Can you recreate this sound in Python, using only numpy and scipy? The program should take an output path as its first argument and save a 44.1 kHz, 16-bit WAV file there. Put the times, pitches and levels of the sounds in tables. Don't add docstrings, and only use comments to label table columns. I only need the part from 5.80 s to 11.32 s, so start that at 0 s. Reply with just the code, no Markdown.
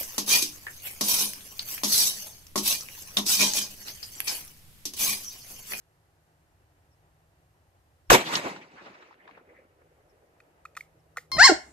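import sys
import numpy as np
from scipy import signal
from scipy.fft import rfft, irfft, next_fast_len
from scipy.io import wavfile
from scipy.ndimage import uniform_filter1d, map_coordinates

SR = 44100
rng = np.random.default_rng(int(sys.argv[2]) if len(sys.argv) > 2 else 0)


def volts_from_db(level):
    exponent = np.asarray(level, float) / 20
    return 10 ** exponent


def output_pcm(signal):
    pcm = np.clip(np.atleast_2d(signal).T, -1, 1) * 32767
    wavfile.write(sys.argv[1], SR, np.round(pcm).astype(np.int16))


N = 243323
T = np.arange(N) / SR


def unit(x):
    return x / np.sqrt(np.mean(x ** 2) + 1e-20)


def along(points, hz):
    f, value = np.transpose(points)
    return np.interp(np.log(hz + 1), np.log(f + 1), value)


def curves(rows):
    s, *columns = np.transpose(rows)
    return [np.interp(T, s, column) for column in columns]


def wobble(rate):
    knots = rng.standard_normal(int(N * rate / SR) + 4)
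    return map_coordinates(knots, [T * rate])


def filtered(x, response):
    n = x.shape[-1]
    m = next_fast_len(n + 4096)
    spectrum = rfft(x, m) * response(np.fft.rfftfreq(m, 1 / SR))
    return irfft(spectrum, m)[..., :n]


# f/Hz, likeness (0 to 1)
PORT_LIKENESS = [(60, 0.89), (200, 0.99), (500, 0.97), (1000, 0.44), (3000, 0.33), (12000, .4)]


def ports(spectrum, lag_ms, n=N, alike=PORT_LIKENESS):
    def mid_and_side(hz):
        turn = np.arccos(np.clip(along(alike, hz), 0, 1)) / 2
        return volts_from_db(along(spectrum, hz)) * np.array([np.cos(turn), np.sin(turn)])

    def lag(hz):
        return np.exp(-1j * np.pi * hz * np.array([[lag_ms], [-lag_ms]]) / 1000)

    mid, side = filtered(rng.standard_normal((2, n)), mid_and_side)
    pair = np.array([mid + side, mid - side])
    return unit(filtered(pair, lag))


# t/s, rumble level/dB, far roar level/dB
AIR_LEVELS = [(0, -70, -73), (.4, -69.5, -71.5), (1.2, -67, -70), (1.9, -67, -71), (2.3, -68, -72.5),
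              (3.4, -70.5, -71), (4, -67.5, -74.5), (4.7, -69.5, -68), (5.52, -65, -71.5)]
# f/Hz, level/dB per Hz
RUMBLE_SPECTRUM = [(12, -33), (20, -13), (81, 5.5), (107, 2), (166, -5), (188, -19.5), (223, -34),
                   (250, -13), (320, -26), (550, -120)]
# f/Hz, level/dB per Hz
ROAR_SPECTRUM = [(120, -32.5), (200, -2.5), (224, -11), (315, 0), (432, -4), (779, -0.5), (1120, -9),
                 (3000, -17.5), (3900, -49), (6600, -120)]
# t/s, level/dB
HUM_LEVELS = [(0, -76.5), (.6, -68), (.8, -82.5), (1.4, -75.5), (3, -90), (5.52, -67.5)]
HUM_HZ = 158
# f/Hz, level/dB per Hz
HISS_SPECTRUM = [(880, 1.5), (1500, 2.5), (1950, 2), (2140, -4), (4860, -5.5), (5350, -6), (14000, -8.5),
                 (15000, -22.5)]
HISS_DB = -74


def background():
    rumble_db, roar_db = curves(AIR_LEVELS)
    hum_db, = curves(HUM_LEVELS)
    rumble = volts_from_db(rumble_db + 1.5 * wobble(2.6)) * ports(RUMBLE_SPECTRUM, lag_ms=-0.28)
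    roar_flutter_db = 0.8 * wobble(27) + 0.7 * wobble(28)
    roar = volts_from_db(roar_db + roar_flutter_db) * ports(ROAR_SPECTRUM, lag_ms=-0.27)
    hum_turns = np.cumsum(HUM_HZ + 1.3 * wobble(9.1)) / SR
    hum = volts_from_db(hum_db + 2.5 * wobble(12)) * np.sin(2 * np.pi * hum_turns)
    hiss_db = HISS_DB + 0.33 * wobble(1.0)
    hiss = volts_from_db(hiss_db) * ports(HISS_SPECTRUM, lag_ms=0, alike=[(1000, 0.064)])
    return rumble + roar + hum + hiss


# t/s, length/s, level/dB
CHIRPS = [(1.102, 0.053, -73), (2.265, .035, -74), (4.286, 0.0396, -71.5), (5.185, 0.032, -79)]
CHIRP_START_HZ, CHIRP_END_HZ = 5770, 5270


def birds():
    out = np.zeros(N)
    for s, length, db in CHIRPS:
        u = np.clip((T - s) / length, 0, 1)
        pitch_hz = CHIRP_END_HZ + (CHIRP_START_HZ - CHIRP_END_HZ) * (1 - u) ** 2
        out += volts_from_db(db) * np.sin(np.pi * u) * np.sin(2 * np.pi * np.cumsum(pitch_hz) / SR)
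    return out * np.array([wobble(450), wobble(450)])


# t/s, level/dB, centre f/Hz, distance to -6 dB/octaves, decay/s
RETURNS = [(2.302, -3.5, 2394, .7, .003), (2.3051, 4, 1190, .5, 0.0033), (2.32, -18.5, 34.6, 0.43, 0.021),
           (2.319, 5.5, 570, 0.41, 0.0034), (2.331, -3, 600, 5.1, 0.0037), (2.34, -3.5, 493, .8, 0.002),
           (2.346, -1, 390, .7, 0.0036), (2.355, -3.5, 403, 0.15, .004), (2.414, -23, 2500, 0.59, 0.018),
           (2.47, -25, 3530, .46, .022), (2.542, -17.5, 1140, 1.65, .015),
           (2.556, -7.5, 4100, 0.52, 0.0044), (2.665, -22, 584.5, 1.03, 0.034),
           (2.765, -32.5, 1470, 1, .006), (2.822, -39.5, 2290, 0.34, 0.014),
           (2.82, -45.5, 300, 0.98, 0.013), (2.988, -40, 1180, 0.88, 0.029), (3.07, -37, 579, 1.38, 0.019),
           (3.152, -44, 1200, 0.88, 0.012), (3.228, -43.5, 1200, 0.91, 0.0085),
           (3.312, -42, 1005, .3, 0.004), (3.329, -44.5, 1190, .63, 0.0026),
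           (3.343, -46, 1500, 0.84, 0.00083), (3.407, -52, 1916, 0.21, .018),
           (3.457, -51, 1953, 0.31, .005), (3.479, -41, 1200, 0.98, 0.0044),
           (3.493, -42.5, 881, 0.36, 0.0065), (3.512, -46, 2000, 0.58, 0.0029),
           (3.555, -52.5, 2144, 0.31, .013), (3.578, -44.5, 705, 1.17, 0.0089),
           (3.6, -53.5, 1009, 0.62, 0.0059), (3.705, -52.5, 535, .2, .016), (3.7, -56.5, 1983, .3, .015),
           (3.77, -56.5, 2010, .24, .035), (3.792, -49.5, 533, .12, 0.0082),
           (4.018, -60, 1512, .44, 0.0053)]
# t/s, lag of the left port/ms
SIDES = [(2.3, 0.42), (2.7, 0.28), (3.1, -0.28), (3.6, -0.22), (4, 0.17)]
RISE_SHARE = 0.7


def returns():
    out = np.zeros((2, N))
    t = np.arange(-2048, 4096) / SR
    for s, db, hz, octaves, decay in RETURNS:
        band = [(hz * 2 ** (k * octaves), -6 * k * k) for k in range(-3, 4)]
        rise = np.exp(-(t / (RISE_SHARE * decay)) ** 2)
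        swell = np.where(t < 0, rise, np.exp(-np.abs(t) / decay))
        lag_ms = np.interp(s, *np.transpose(SIDES))
        burst = swell * ports(band, lag_ms, len(t))
        start = round((s + t[0]) * SR)
        out[:, start:start + len(t)] += volts_from_db(db) * np.sqrt(np.mean(swell ** 2)) * unit(burst)
    return out


FIRED = 2.3015
AIR_BANDS = [2000, 2800, 4000, 5600, 8000, 11000, 14500]


def through_air(x, loss_db):
    travel = np.clip(T - FIRED, 0, None)
    out = 0
    for k, hz in enumerate(AIR_BANDS):
        share = list(zip(AIR_BANDS, np.arange(len(AIR_BANDS)) == k))
        band = filtered(x, lambda f: along(share, f))
        out = out + volts_from_db(-loss_db * (hz / 10000) ** 1.7 * travel) * band
    return out


def patchy(x, patchy_db):
    z = signal.stft(x, nperseg=256)[2]
    field = rng.standard_normal(z.shape[1:])
    field = uniform_filter1d(field, size=3, axis=0)
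    field = uniform_filter1d(field, size=7, axis=1)
    return signal.istft(z * volts_from_db(patchy_db * unit(field)), nperseg=256)[1][:, :N]


# t/s, level/dB, brightness/dB
SCATTER = [(2.302, -6, 1.5), (2.316, -6.5, -0.5), (2.322, -5.5, 0.5), (2.35, -5, -1.5), (2.375, -13, -3.5),
           (2.4, -21.5, -2), (2.44, -29.5, -1), (2.5, -26.5, 0), (2.57, -17.5, 4), (2.61, -29.5, 0),
           (2.66, -25.5, -0.5), (2.73, -34.5, 0.5), (2.8, -42.5, -2), (2.89, -50.5, -0.5), (3.05, -45.5, 1),
           (3.33, -55, 1.5), (3.37, -62, -4.5), (3.52, -54.5, 0.5), (3.63, -65, -4.5), (3.75, -61.5, -2),
           (3.9, -72, -5), (5.52, -82, -5.5)]
# f/Hz, level/dB per Hz
BOOM_SPECTRUM = [(20, -54.5), (60, -32.5), (110, -14), (180, -6), (250, -6), (330, -2.5), (450, -7.5),
                 (800, -7), (1000, -13), (1400, -47.5)]
# f/Hz, level/dB per Hz
CRACK_SPECTRUM = [(600, -31.5), (900, 0.5), (1300, -2.5), (1650, -2), (2200, -2), (2800, -5), (5000, -27)]
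# f/Hz, level/dB per Hz
FIZZ_SPECTRUM = [(2000, -24.5), (3800, -1.5), (5000, -2.5), (8300, -4.5), (9500, -11.5), (12500, -5.5),
                 (14500, -11)]
# f/Hz, level/dB
FAR_COLOUR = [(120, -10), (250, -9.5), (500, 6.5), (900, -7.5), (1250, 7), (2000, 3.5), (3500, 2.5)]
BOOM_DB, FIZZ_DB = -4, -3
BOOM_GAINS_DB_PER_S = 3
FIZZ_FOLLOWS = 1.1


def shot():
    crack_db, bright_db = curves(SCATTER)
    travel = np.clip(T - FIRED, 0, None)
    boom_db = crack_db + BOOM_DB - bright_db + BOOM_GAINS_DB_PER_S * travel
    fizz_db = crack_db + FIZZ_DB + FIZZ_FOLLOWS * bright_db
    lumps = wobble(60)
    boom = volts_from_db(boom_db + wobble(45)) * ports(BOOM_SPECTRUM, lag_ms=0.27)
    crack = volts_from_db(crack_db + 0.57 * lumps) * ports(CRACK_SPECTRUM, lag_ms=0.3)
    fizz = volts_from_db(fizz_db + 1.2 * lumps) * ports(FIZZ_SPECTRUM, lag_ms=0.27)
    near = patchy(boom + through_air(crack + fizz, loss_db=34.5), patchy_db=2.5)
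    far = np.clip((travel - 0.5) / 1.36, 0, 1)
    scatter = (1 - far) * near + far * filtered(near, lambda hz: volts_from_db(along(FAR_COLOUR, hz)))
    u = travel / 0.004
    blast = volts_from_db(-14.0) * (T > FIRED) * (1 - u) * np.exp(-u)
    onset = np.clip(travel / 0.00044, 0, 1)
    return onset * scatter + returns() + blast


# t/s, peak level/dB, favoured f/Hz, distance to -6 dB/octaves, snap level/dB
BOLT_CONTACTS = [(4.602, -45, 2477, .73, -65), (4.8526, -33.5, 1280, 0.064, -53.5),
                 (4.855, -38, 2665, 0.55, -68), (4.951, -49, 2500, 0.52, -61), (4.967, -30, 1400, 0.7, -42),
                 (4.9709, -30, 1914, 0.32, -40), (4.9732, -31, 1172, 0.17, -60),
                 (5.0078, -30, 2180, .054, -49.5), (5.362, -43.5, 1280, .3, -64),
                 (5.3705, -24, 1790, 0.31, -37.5), (5.3713, -27, 1400, 0.23, -44.5),
                 (5.374, -39, 604, 0.35, -64), (5.377, -42, 1860, .3, -47), (5.3829, -28.5, 2030, .11, -53),
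                 (5.39, -44, 2030, .16, -62)]
# f/Hz, level/dB, t60/s
ACTION_MODES = [(495, -15, 0.061), (750, 3.5, 0.011), (1208, -11.5, 0.021), (1280, 5.5, 0.017),
                (1400, 0, 0.022), (1918, 0.5, .017), (2030, -1, 0.018), (2180, 1, 0.011),
                (2500, -1.5, 0.021), (3688, -14.5, 0.014), (4310, -7.5, 0.018), (6500, -7.5, 0.016),
                (7370, -2, 0.016), (8190, -6.5, 0.016)]
GRIP = 1.44
# f/Hz, level/dB
SNAP_COLOUR = [(300, -18), (2000, -2), (8500, 0), (10000, -1), (13000, -3)]


def bolt():
    dry = np.zeros(N + SR)
    t = np.arange(4096) / SR
    for s, db, favoured_hz, octaves, snap_db in BOLT_CONTACTS:
        ring, ping = 0, 0
        for hz, level, t60 in ACTION_MODES:
            decay_db = 60 * (t * GRIP / t60) ** 1.7
            mode = volts_from_db(level - decay_db) * np.sin(2 * np.pi * hz * t)
            ring = ring + volts_from_db(-6 * (np.log2(hz / favoured_hz) / octaves) ** 2) * mode
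            ping = ping + (hz > 3000) * volts_from_db(rng.normal(0, 3)) * mode
        ring = (1 - np.exp(-t / 0.0014)) ** 2 * ring
        rattle = volts_from_db(-60 * t / 0.025) + volts_from_db(-10.5 - 60 * t / 0.2)
        snap = filtered(rattle * rng.standard_normal(len(t)), lambda f: volts_from_db(along(SNAP_COLOUR, f)))
        contact = volts_from_db(db) * ring / np.abs(ring).max() + volts_from_db(snap_db) * (snap + 0.8 * ping)
        dry[round(s * SR):][:len(t)] += contact
    dry = dry[:N]

    def placed(hz):
        return volts_from_db([[-0.4], [0.4]]) * np.exp(1j * np.pi * hz * np.array([[0.05], [-0.05]]) / 1000)

    near = filtered(np.array([dry, dry]), placed)
    tail = ports([(300, -5), (2000, -7.5), (14000, -4)], lag_ms=0, n=4096) * volts_from_db(-60 * t / 0.32)
    tail = tail / np.linalg.norm(tail[0])
    return near + volts_from_db(-19) * signal.fftconvolve(dry[None], tail, axes=1)[:, :N]


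def scene():
    return background() + birds() + shot() + bolt()


def band_limit(x):
    return signal.sosfilt(signal.butter(12, 15670, fs=SR, output="sos"), x)


def record(dry):
    power = np.abs(uniform_filter1d(np.mean(dry ** 2, axis=0), size=256))
    level_db = 10 * np.log10(power + 1e-12)
    duck_db = np.clip(level_db + 24, 0, 11)
    climb_db = 7 * T
    x = dry * volts_from_db(climb_db - np.maximum.accumulate(duck_db + climb_db))
    x = x / (1 + np.abs(x / 0.98) ** 6) ** (1 / 6)
    top_hz = 14600
    mix = filtered(x, lambda hz: np.clip((top_hz - hz) / 100, 0.004, 1))
    return band_limit(mix)


dry = scene()
out = record(dry)
output_pcm(out)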